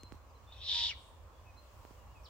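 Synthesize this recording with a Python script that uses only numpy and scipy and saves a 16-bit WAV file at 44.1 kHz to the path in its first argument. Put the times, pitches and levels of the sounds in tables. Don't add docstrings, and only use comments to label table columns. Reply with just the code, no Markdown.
import sys
import numpy as np
from scipy import signal
from scipy.fft import rfft, irfft
from scipy.io import wavfile
from scipy.ndimage import uniform_filter1d

SR = 44100
rng = np.random.default_rng(int(sys.argv[2]) if len(sys.argv) > 2 else 0)


def store_wav(level_fs):
    pcm = np.round(np.clip(np.atleast_2d(level_fs), -1, 1) * 32767)
    wavfile.write(sys.argv[1], SR, pcm.T.astype(np.int16))


N = 101165
TIME = np.arange(N) / SR
HZ = np.fft.rfftfreq(N, 1 / SR)


def amp(db):
    return 10 ** (np.asarray(db) / 20)


def unit(x):
    return x / np.sqrt(np.mean(x ** 2) + 1e-20)


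def at_hz(points, hz):
    table_hz, value = np.transpose(points)
    return np.interp(np.log(hz + 1), np.log(table_hz), value)


def colour(x, points):
    return irfft(rfft(x) * amp(at_hz(points, HZ)), N)


def curve(points, axis=1):
    table = np.array(points)
    return np.interp(TIME, table[:, 0], table[:, axis])


def during(points):
    return (TIME > points[0][0]) * (TIME < points[-1][0])


def pan(db):
    return amp(np.array([np.atleast_1d(db), -np.atleast_1d(db)]) / 2)


def wander(hz):
    return unit(irfft(rfft(rng.standard_normal(N)) * np.exp(-(HZ / hz) ** 2), N))


def resonate(x, hz, width):
    turn = np.exp(2j * np.pi * np.cumsum(hz * np.ones(N)) / SR)
    r = np.exp(-np.pi * width / SR)
    smooth = signal.lfilter([1], [1, -2 * r, r * r], x / turn)
    return unit((turn * smooth).real)


def woods(x, t60):
    hz, t, z = signal.stft(rng.standard_normal((2, SR)), SR, nperseg=256)
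    fade = 1e-3 ** (t / at_hz(t60, hz)[:, None])
    tail = signal.istft(z * fade, SR, nperseg=256)[1]
    return signal.fftconvolve(np.atleast_2d(x), tail / np.linalg.norm(tail[0]), axes=1)[:, :N]


# start_s, level_db
EFFORT = [(0.48, -88), (0.51, -66), (0.526, -56.5), (0.545, -64.5), (0.598, -57), (0.625, -45.5),
          (0.65, -43.5), (0.672, -40), (0.694, -35), (0.8, -35.5), (0.885, -37.5), (0.903, -39.5),
          (0.917, -46), (0.928, -56.5), (0.937, -61)]
# start_s, pitch_hz
THROAT = [(0.51, 2400), (0.526, 3700), (0.6, 3500), (0.632, 3600), (0.645, 4000), (0.685, 3620),
          (0.8, 3520), (0.88, 3430), (0.9, 2930), (0.914, 2300), (0.937, 1850)]
# pitch_hz, relative_level_db (per Hz)
HISS = [(300, -56), (1400, -30), (1850, -7.5), (2500, -17.5), (3000, 2.5), (3800, 7.5), (4200, 8.5),
        (4800, 1.5), (5650, -1.5), (6200, -17), (7400, -14.5), (7800, -31), (8800, -16), (10200, -48),
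        (15000, -55)]
# start_s, pitch_hz, level_db
VOICE = [(0.67, 898.4, -87), (0.695, 902.6, -55), (0.73, 953, -65), (0.752, 948, -53), (0.846, 938, -53),
         (0.865, 928, -72), (0.89, 929, -51.5), (0.92, 935, -90)]
# middle_s, half_length_s, pitch_hz, width_hz, level_db
STRANDS = [(0.589, 0.072, 2566, 104, -63.5), (0.597, 0.045, 5600, 130, -73.5),
           (0.658, 0.016, 5560, 110, -61)]
THROAT_WIDTH_HZ, THROAT_DB, HISS_DB, WHISTLE_DB = 520, -6, -2.8, -4.5
SOFT_HISS_DB, OPEN_S, OPENING_S, SOFT_TEAR = -10, .635, .115, .6
VOICE_JITTER, VOICE_GATING, RASP, RASP_HZ = .012, .5, .12, 500
FLUTTER_HZ, FLUTTER_JITTER, FLAP_GAIN, FLAP_SHARE = 100, .06, .9, .15
CLOSE_S, CLOSING_S, CLOSED_HISS_DB, CLOSED_WHISTLE_DB = .878, .03, -7, 4
TORN_JITTER, STEADY_JITTER, JITTER_HZ, OCTAVE_DB = .135, .024, 992, -9


def screech():
    voice_phase = 2 * np.pi * np.cumsum(curve(VOICE) * (1 + VOICE_JITTER * wander(265))) / SR
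    flaps = np.cumsum(FLUTTER_HZ * (1 + FLUTTER_JITTER * wander(FLUTTER_HZ))) / SR
    bursts = 1 + FLAP_GAIN * np.exp(-((flaps % 1 - .5) / FLAP_SHARE) ** 2)
    flutter = bursts * np.exp(RASP * wander(RASP_HZ))
    puffs = (1 + VOICE_GATING * np.cos(voice_phase)) * flutter
    opened = np.clip((TIME - OPEN_S) / OPENING_S, 0, 1)
    closed = np.clip((TIME - CLOSE_S) / CLOSING_S, 0, 1)

    throat_hz = curve(THROAT)
    ring = resonate(puffs * rng.standard_normal(N), throat_hz, THROAT_WIDTH_HZ)
    hiss = unit(colour(puffs * rng.standard_normal(N), HISS))
    hiss = hiss * amp(SOFT_HISS_DB * (1 - opened))

    torn = np.maximum(opened, SOFT_TEAR) * (1 - closed)
    jitter = STEADY_JITTER + (TORN_JITTER - STEADY_JITTER) * torn
    turn = 2 * np.pi * np.cumsum(throat_hz * (1 + jitter * wander(JITTER_HZ))) / SR
    tone = np.sin(turn) + closed * amp(OCTAVE_DB) * np.sin(2 * turn)
    whistle = unit(np.sqrt(puffs * flutter) * tone)

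    breath = amp(CLOSED_HISS_DB * closed) * (amp(THROAT_DB) * ring + amp(HISS_DB) * hiss)
    rasp = breath + amp(WHISTLE_DB + CLOSED_WHISTLE_DB * closed) * whistle
    lead = np.zeros(N)
    for middle, half_length, hz, width, db in STRANDS:
        swell = amp(db) * np.exp(-((TIME - middle) / half_length) ** 2)
        lead += swell * resonate(rng.standard_normal(N), hz, width)
    voice = unit(np.sin(voice_phase)) * amp(curve(VOICE, axis=2)) * during(VOICE)
    return rasp * amp(curve(EFFORT)) * during(EFFORT) + lead + voice


# pitch_hz, gain_db
MOUTH = [(1900, 0), (2650, -2), (3000, 1), (3800, 1), (4100, -4), (4550, 0), (5600, 1), (9000, 0),
         (11000, -14)]
# pitch_hz, left_minus_right_db
OWL_PAN = [(900, 0), (2000, 0), (3000, 6.5), (3700, -1.5), (5300, 1.5), (6800, -7), (9000, -3)]
# delay_s, left_gain, right_gain (plain factors, minus flips the wave)
TRUNKS = [(.0043, 0.015, -0.43), (.0072, 0.53, -0.19), (.0115, .22, .2), (0.0201, 0.02, 0.33)]
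# pitch_hz, fall_by_60_db_s
WOOD_T60 = [(500, 0.2), (3500, 0.67), (9000, 0.19)]
OWL_LEAD_S = .000052
OWL_WET_DB, SCATTER_DB, SCATTER_T60_S = -18, -8.5, .07


def owl():
    call = colour(screech(), MOUTH)
    delays = np.array([[0], [OWL_LEAD_S]])
    direct = irfft(rfft(call) * np.exp(-2j * np.pi * HZ * delays), N)
    echoes = np.zeros((2, N))
    for delay, left, right in TRUNKS:
        echoes += np.array([[left], [right]]) * np.roll(call, round(delay * SR))
    near = direct + echoes + amp(SCATTER_DB) * woods(call, [(1, SCATTER_T60_S)])
    near = irfft(rfft(near) * pan(at_hz(OWL_PAN, HZ)), N)
    return near + amp(OWL_WET_DB) * woods(call, WOOD_T60)


# start_s, length_s, first_pitch_hz, last_pitch_hz, level_db
CHIRPS = [(-.01, 0.044, 4227, 4156, -59.5), (0.027, 0.058, 4184, 4070, -60),
          (0.283, 0.044, 5200, 4500, -78), (0.344, 0.041, 4160, 3980, -69.5),
          (0.466, 0.077, 3550, 3590, -63.5), (0.525, 0.028, 3900, 4170, -60),
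          (1.316, 0.09, 3420, 3366, -77), (1.455, 0.065, 2612, 2450, -63.5),
          (1.564, 0.048, 4070, 4210, -61), (1.961, 0.078, 2970, 2790, -75), (2.073, 0.074, 2710, 2890, -75),
          (2.148, 0.042, 2670, 2447, -63), (2.182, 0.04, 2540, 2406, -68.5)]
# start_s, pitch_hz, level_db
CHIP = [(2.23, 6100, -85), (2.246, 5400, -64), (2.258, 4400, -58), (2.268, 3250, -61), (2.275, 2850, -68)]
CHIRP_EDGE_S, CHIRP_JITTER, BIRD_WET_DB = .014, .008, -10
CHIP_SCATTER_DB, CHIP_SCATTER_T60_S = 3.5, .16


def songbirds():
    song, waver = np.zeros(N), 1 + CHIRP_JITTER * wander(188)
    for start, length, first_hz, last_hz, db in CHIRPS:
        t = TIME - start
        hz = np.interp(t, [0, length], [first_hz, last_hz]) * waver
        edges = np.clip(np.minimum(t, length - t) / CHIRP_EDGE_S, 0, 1)
        song += amp(db) * edges * np.sin(2 * np.pi * np.cumsum(hz) / SR)
    chip = np.sin(2 * np.pi * np.cumsum(curve(CHIP)) / SR)
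    chip = chip * amp(curve(CHIP, axis=2)) * during(CHIP)
    far = song + amp(BIRD_WET_DB) * woods(song, WOOD_T60)
    return far + chip + amp(CHIP_SCATTER_DB) * woods(chip, [(1, CHIP_SCATTER_T60_S)])


# start_s, click_db, click_rate_hz (higher is shorter and brighter), thud_db,
# left_minus_right_db
KNOCKS = [(.0338, -43, 2200, -46, -2), (.1224, -39.5, 900, -45, -13), (.1445, -54, 450, -55, -11),
          (1.851, -43.5, 520, -60, -12), (1.9085, -57, 300, -52, -11)]
THUD_S, THUD_HIGH_HZ, THUD_LOW_HZ, THUD_SAG_S = .0096, 560, 72, .0032


def knocks():
    out = np.zeros((2, N))
    for start, click_db, click_hz, thud_db, pan_db in KNOCKS:
        t = np.maximum(TIME - start, 0)
        u = 2 * np.pi * click_hz * t
        click = u * (2 - u) * np.exp(-u)
        hz = THUD_LOW_HZ + (THUD_HIGH_HZ - THUD_LOW_HZ) * np.exp(-t / THUD_SAG_S)
        thud = np.exp(-t / THUD_S) * np.sin(2 * np.pi * np.cumsum(hz * (t > 0)) / SR)
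        out += pan(pan_db) * (amp(click_db) * click / abs(click).max() + amp(thud_db) * thud)
    return out


# start_s, level_db, left_minus_right_db
TICKS = [(.0103, -59, 8), (.0338, -49, 11), (.1285, -58, -3), (.153, -59, -3)]
TICK_S, TICK_HZ, TICK_WIDTH_HZ = .0007, 6600, 3500


def ticks():
    level = np.zeros((2, N))
    for start, db, pan_db in TICKS:
        fade = (TIME > start) * np.exp(-abs(TIME - start) / TICK_S)
        level += pan(pan_db) * amp(db) * fade
    return level * resonate(rng.standard_normal(N), TICK_HZ, TICK_WIDTH_HZ)


RUSTLE_S, RUSTLE_RISE_S, RUSTLE_FADE_S = .93, .14, .17
RUSTLE_HZ, RUSTLE_WIDTH_HZ, RUSTLE_DB = 8330, 3000, -66.5


def rustle():
    t = np.maximum(TIME - RUSTLE_S, 0)
    level = amp(RUSTLE_DB) * np.minimum(t / RUSTLE_RISE_S, 1) * np.exp(-(t / RUSTLE_FADE_S) ** 2)
    noises = rng.standard_normal((2, N))
    return level * np.array([resonate(noise, RUSTLE_HZ, RUSTLE_WIDTH_HZ) for noise in noises])


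# pitch_hz, relative_level_db (per Hz)
AIR = [(20, -3), (30, -37), (42, -13), (65, 1.5), (98, -6), (135, -21.5), (190, -22), (400, -24),
       (540, -18), (720, -23), (1050, -17.5), (1220, -23), (1500, -30), (2200, -34.5), (2700, -34),
       (3600, -40), (7000, -41.5), (10800, -51.5), (15500, -44)]
# pitch_hz, likeness (0 unrelated, 1 the same)
AIR_SAME = [(60, 0.98), (130, 0.56), (260, 0.39), (600, 0.82), (1100, 0.52), (2500, 0.0049), (6000, 0),
            (15000, 0.068)]
# pitch_hz, left_minus_right_db
AIR_PAN = [(60, -1.3), (200, -1), (600, -1), (1200, -3), (3000, 2.5), (8000, 1.5), (13000, 2.5)]
# middle_s, gain_db
SWELLS = [(0.141, 8.5), (0.612, 8.5), (1.93, -1)]
# start_s, gain_db
TREBLE = [(0, 0.5), (.15, 4), (.22, 0), (.5, 2.5), (1.2, 1), (1.55, 2.5), (1.72, 6), (1.9, 7.5), (2.08, 3),
          (2.29, 5)]
AIR_DB, PATCHY_DB = -54.5, 1.22
SWELL_S, RUMBLE_TOP_HZ, TREBLE_FROM_HZ = .035, 120, 2500


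def air():
    size = 2048
    hz, t = np.fft.rfftfreq(size, 1 / SR), np.arange(0, N + 2 * size, size // 4) / SR
    a, b, c, d, patches = rng.standard_normal((len(t), len(hz), 5)).T
    patches = uniform_filter1d(patches, size=14, axis=0)
    patches = unit(uniform_filter1d(patches, size=8, axis=1))

    same = np.clip(at_hz(AIR_SAME, hz), -1, 1)[:, None]
    left = a + 1j * b
    right = same * left + np.sqrt(1 - same ** 2) * (c + 1j * d)
    sides = np.array([left, right]) * pan(at_hz(AIR_PAN, hz))[:, :, None]

    treble_share = hz ** 2 / (hz ** 2 + TREBLE_FROM_HZ ** 2)
    treble = np.outer(treble_share, np.interp(t, *np.transpose(TREBLE)))
    swell_db = sum(db * np.exp(-((t - middle) / SWELL_S) ** 2) for middle, db in SWELLS)
    swells = np.outer(hz < RUMBLE_TOP_HZ, swell_db)
    sides = sides * amp(at_hz(AIR, hz)[:, None] + PATCHY_DB * patches + treble + swells)
    noise = signal.istft(sides, nperseg=size, noverlap=size * 3 // 4)[1][:, :N]
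    return amp(AIR_DB) * unit(noise)


def scene():
    return owl() + songbirds() + knocks() + ticks() + rustle() + air()


LOW_CUT_HZ, EDGE_HZ = 31.3, 15850


def record(dry):
    low_cut = signal.butter(3, LOW_CUT_HZ, "high", fs=SR, output="sos")
    band_limit = signal.firwin(511, EDGE_HZ, window=("kaiser", 9), fs=SR)
    return signal.oaconvolve(signal.sosfilt(low_cut, dry), band_limit[None], "same")


dry = scene()
out = record(dry)
store_wav(out)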